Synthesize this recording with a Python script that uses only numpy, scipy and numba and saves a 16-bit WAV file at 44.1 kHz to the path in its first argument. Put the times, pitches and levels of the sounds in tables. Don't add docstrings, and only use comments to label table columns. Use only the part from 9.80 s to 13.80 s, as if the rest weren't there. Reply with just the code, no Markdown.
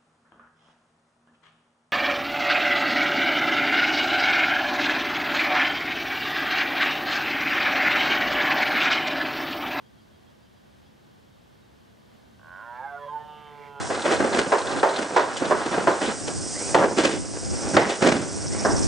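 import sys
import numpy as np
from scipy import signal
from scipy.fft import rfft, irfft
from scipy.io import wavfile
from scipy.ndimage import uniform_filter1d
from numba import njit

SR = 44100
rng = np.random.default_rng(int(sys.argv[2]) if len(sys.argv) > 2 else 0)


def generate_wav(sig):
    pcm = np.round(np.clip(np.atleast_2d(sig).T, -1, 1) * 32767).astype(np.int16)
    wavfile.write(sys.argv[1], SR, pcm)


N = 176400
TIME = np.arange(N) / SR
ROAR_START_S = 2.595


def stag():
    # time in seconds, centre in Hz, gain in dB.
    throat = [
        [(2.6, 620, -54), (2.796, 600, -54), (2.866, 586, -53), (3.022, 517, -50.5), (3.076, 437, -64),
         (3.181, 419, -53.5), (3.352, 411, -45), (3.6, 360, -78)],
        [(2.6, 1110, -49), (2.792, 1080, -45), (2.91, 950, -40), (2.992, 903, -34), (3.051, 824, -31.5),
         (3.138, 713, -35), (3.196, 643, -35.5), (3.265, 581, -36.5), (3.343, 474, -65), (3.55, 486, -60.5),
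         (3.78, 470, -47), (4.0, 482, -48)],
        [(2.6, 1506, -46), (2.754, 1482, -37.5), (2.862, 1404, -44), (2.96, 1346, -49), (3.05, 1230, -73),
         (3.16, 1050, -42), (3.228, 1013, -39.5), (3.28, 927, -39), (3.32, 890, -35), (3.36, 889, -29),
         (3.39, 867.4, -33.5), (3.556, 846, -43.5), (3.8, 809, -45.5), (4.0, 790, -43.5)],
        [(2.6, 1710, -59.5), (2.88, 1588, -47.5), (2.978, 1630, -47.5), (3.04, 1640, -38.5),
         (3.094, 1556, -37.5), (3.18, 1432, -35.5), (3.21, 1325, -65), (3.255, 1096, -48), (3.285, 1032, -30),
         (3.33, 1043, -44.5), (3.4, 960, -55), (3.65, 1027, -58.5), (3.93, 1015, -51)],
        [(2.7, 1760, -75), (2.872, 1765, -51.5), (2.982, 1730, -48), (3.08, 1830, -68), (3.163, 1694, -61),
         (3.227, 1750, -50), (3.283, 1612, -52), (3.355, 1507, -41), (3.42, 1400, -75), (3.48, 1190, -60.5),
         (3.66, 1174, -54), (3.74, 1180, -66), (4.0, 1120, -68)],
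        [(2.9, 2350, -77), (2.983, 2280, -54), (3.067, 2126, -46), (3.141, 1994, -53.5), (3.331, 1860, -65),
         (3.425, 1793, -53), (3.5, 1720, -63), (3.68, 1620, -62), (3.85, 1524, -55), (3.99, 1430, -46.5)],
    ]
    # time in seconds, bandwidth in Hz.
    throat_width = [(2.6, 92), (2.798, 66.6), (2.923, 52), (3.02, 34.8), (3.36, 20), (3.548, 52),
                    (3.999, 62.5)]
    # time in seconds, centre in Hz, gain in dB.
    upper_throat = [
        [(2.78, 3080, -67), (3.02, 3550, -71.5), (3.18, 3360, -69), (3.26, 3290, -57.5), (3.35, 3090, -63),
         (3.55, 3060, -54), (3.67, 3090, -56.5), (3.78, 3140, -70), (3.97, 3130, -63.5)],
        [(3.0, 2700, -69.5), (3.35, 2770, -74), (3.55, 2750, -55.5), (3.7, 2680, -62), (3.8, 2740, -64.5),
         (3.97, 2660, -63)],
        [(3.35, 3730, -80), (3.55, 3545, -64), (3.7, 3560, -66.5), (3.85, 3390, -73)],
    ]
    source, phase = vocal_folds()
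    body = vocal_tract(source, throat, width_hz=curve(throat_width))
    body = cut(body, 340, "high", order=4)
    body = cut(body, 1800, "low", order=5)
    upper = vocal_tract(source, upper_throat, width_hz=np.full(N, 60.))
    upper = cut(upper, 2000, "high", order=2)
    fundamental = undb(-60) * np.sin(phase) * fade_in(start_s=3.2, rise_s=.059)
    rasp, hiss = breath(phase)
    return pan(flutter(body) + fundamental, -5) + pan(upper + hiss, -1.7) + pan(rasp, -6)


def vocal_folds():
    # time in seconds, rate in Hz.
    pitch = [(2.595, 45), (2.625, 63), (2.64, 74), (2.665, 83), (2.70, 87), (2.75, 92), (2.79, 100),
             (2.82, 112), (2.85, 117.5), (2.96, 123), (2.994, 127.3), (3.05, 139.5), (3.074, 141.4),
             (3.156, 144), (3.252, 144.8), (3.292, 147.3), (3.372, 150), (3.47, 150.3), (3.618, 149),
             (3.806, 144.2), (4.0, 140.7)]
    # time in seconds, gain in dB.
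    effort = [(2.595, -9), (2.62, -4.5), (2.67, -2), (2.74, 1), (2.85, 3)]
    jitter, shimmer_db, rough_db = .002, .7, -23
    hz = curve(pitch) * (1 + jitter * walk(90))
    phase = 2 * np.pi * np.cumsum(hz) / SR
    phase -= phase[int(ROAR_START_S * SR)]
    pulses = sum(np.cos(k * phase) * np.clip((4800 - k * hz) / 600, 0, 1) for k in range(1, 64))
    puffs = unit(rng.standard_normal(N) * (3.6 + np.cos(phase))) * np.sqrt(SR / hz) / 2
    strength = undb(curve(effort) + shimmer_db * walk(60)) * (TIME > ROAR_START_S - .005)
    return (pulses + undb(rough_db) * puffs) * strength * hz / hz.max(), phase


def vocal_tract(source, resonances, width_hz):
    polarity = (1, -1, -1, 1, -1, 1)
    return sum(sign * undb(curve(rows, column=2)) * resonate(source, curve(rows), width_hz)
               for sign, rows in zip(polarity, resonances))


def flutter(body):
    crest_s, rate_hz, depth, edge_hz = 3.72, 11.3, .7, 480
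    lows = signal.sosfiltfilt(signal.butter(5, edge_hz, fs=SR, output="sos"), body)
    swing = depth * np.cos(2 * np.pi * rate_hz * (TIME - crest_s))
    return body + lows * swing * fade_in(start_s=crest_s - .13, rise_s=.13)


def breath(phase):
    # time in seconds, level in dB.
    rasp_level = [(2.6, -82), (2.76, -78), (2.93, -75), (2.97, -59), (3.01, -68.5), (3.2, -66.5),
                  (3.5, -77), (3.6, -65), (3.7, -63), (3.78, -59), (3.865, -54.5), (3.92, -66), (4.0, -72)]
    # frequency in Hz, relative density in dB.
    rasp_colour = [(300, -15), (700, -13), (1600, -14), (1950, -2), (2300, 1), (2550, -20.5), (3400, -16),
                   (5000, -24), (8000, -35), (15000, -48)]
    hiss_colour = [(300, 3), (700, 10.5), (1500, 6), (3500, -6), (7000, -15.5), (15000, -17.5)]
    puff_colour = [(2000, -15), (4000, 2), (6500, -3), (10000, -17)]
    puff_at_s, puff_width_s = 3.872, .014
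    opening = fade_in(ROAR_START_S, rise_s=.19)
    rasp = undb(curve(rasp_level)) * noise(rasp_colour) * (1 + .37 * np.cos(phase)) * opening
    hiss = undb(-62) * noise(hiss_colour) * opening
    puff = undb(-74) * noise(puff_colour) * np.exp(-((TIME - puff_at_s) / puff_width_s) ** 2)
    return rasp, hiss + puff


def hillside(roar):
    t = np.arange(SR) / SR

    def tail(t60_s, rise_s):
        shape = undb(-60 * t / t60_s) * np.clip(t / rise_s, 0, 1)
        return rng.standard_normal((2, SR)) * shape / np.sqrt(np.sum(shape ** 2))

    near = undb(-20) * cut(tail(t60_s=.9, rise_s=.023), 2800, "low", order=1)
    far = undb(-8) * cut(tail(t60_s=1.6, rise_s=.2), 520, "low", order=4)
    return signal.fftconvolve(roar, near + far, axes=1)[:, :N]


def bird():
    # start in seconds, pitch in Hz, peak level in dB.
    notes = [(.03, 3240, -64.5), (.05, 4680, -72), (.17, 3250, -65.5), (.19, 4720, -71), (.32, 3250, -67),
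             (.34, 4830, -74), (.46, 3240, -66), (.615, 4780, -70), (.635, 3100, -69), (.745, 3240, -73),
             (.75, 4800, -72), (.895, 4880, -75), (1.035, 4900, -73), (1.045, 3300, -69), (1.51, 3720, -70),
             (1.81, 3800, -70)]
    note_s, fall_hz_per_s = .055, 700
    waver_hz = 15.7 * walk(70)
    song = np.zeros(N)
    for start, hz, db in notes:
        age = np.clip(TIME - start, 0, note_s)
        pitch = hz + waver_hz + fall_hz_per_s * (note_s / 2 - age)
        song += undb(db) * np.sin(np.pi * age / note_s) * np.sin(2 * np.pi * np.cumsum(pitch) / SR)
    return song


def air():
    # frequency in Hz, relative density in dB.
    air_colour = [(15, -63), (25, -42), (59, -3), (133, -0.5), (173, -4.5), (209, -3), (322, -10.5),
                  (349, -10.5), (378, -11), (895, -14.5), (1080, -16.5), (1170, -16), (1340, -20.5),
                  (1490, -16.5), (2490, -23), (3250, -19.5), (7290, -31.5), (13500, -38), (15500, -40)]
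    # frequency in Hz, correlation.
    likeness = [(60, 0.34), (130, 0.38), (250, -0.42), (500, -0.61), (1000, -0.26), (2000, 0.15),
                (4000, 0.8), (8000, 0.75), (13000, .25)]
    alike = over_hz(likeness)
    mid = noise(air_colour)
    side = noise(air_colour, weight=np.sqrt((1 - alike) / (1 + alike)))
    flicker_db = .425 * walk(6.58)
    return pan(np.array([mid + side, mid - side]), -.5) * undb(-58 + flicker_db)


def camera_hum():
    # centre in Hz, bandwidth in Hz, rms level in dB.
    tones = [(128, 5.8, -87.5), (214.3, 10.8, -67.5), (348.2, 7.3, -73), (14400, 99, -91.5)]
    hum = np.zeros((2, N))
    for hz, width, db in tones:
        for channel in hum:
            band = resonate(rng.standard_normal(N), np.full(N, float(hz)), np.full(N, float(width)))
            channel += undb(db) * unit(band)
    return hum


def undb(db):
    return 10 ** (np.asarray(db) / 20)


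def unit(x):
    return x / np.sqrt(np.mean(x ** 2))


def pan(x, left_over_right_db):
    return x * undb(np.array([[left_over_right_db], [-left_over_right_db]]) / 2)


def fade_in(start_s, rise_s):
    return np.clip((TIME - start_s) / rise_s, 0, 1)


def cut(x, hz, kind, order):
    return signal.sosfilt(signal.butter(order, hz, kind, fs=SR, output="sos"), x)


def curve(rows, column=1):
    rows = np.array(rows, float)
    return np.interp(TIME, rows[:, 0], rows[:, column])


def over_hz(points):
    hz, value = np.array(points, float).T
    return np.interp(np.log(np.fft.rfftfreq(N, 1 / SR) + 1), np.log(hz), value)


def noise(colour, weight=1):
    gain = unit(undb(over_hz(colour)))
    return irfft(rfft(rng.standard_normal(N)) * gain * weight, N)


def walk(rate_hz):
    hold = int(SR / rate_hz)
    steps = np.repeat(rng.standard_normal(N // hold + 1), hold)
    return unit(uniform_filter1d(steps, hold)[:N])


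@njit
def resonate(x, hz, width_hz):
    y = np.empty(len(x))
    band_state, low_state = 0., 0.
    for i in range(len(x)):
        g = np.tan(np.pi * hz[i] / SR)
        damping = width_hz[i] / hz[i]
        band = (band_state + g * (x[i] + 1e-18 - low_state)) / (1 + g * (g + damping))
        band_state = 2 * band - band_state
        low_state += 2 * g * band
        y[i] = damping * band
    return y


def scene():
    roar = stag()
    return roar + hillside(roar) + bird() + air() + camera_hum()


def record(dry):
    return signal.sosfilt(signal.ellip(10, .2, 70, 15700, fs=SR, output="sos"), dry)


dry = scene()
out = record(dry)
generate_wav(out)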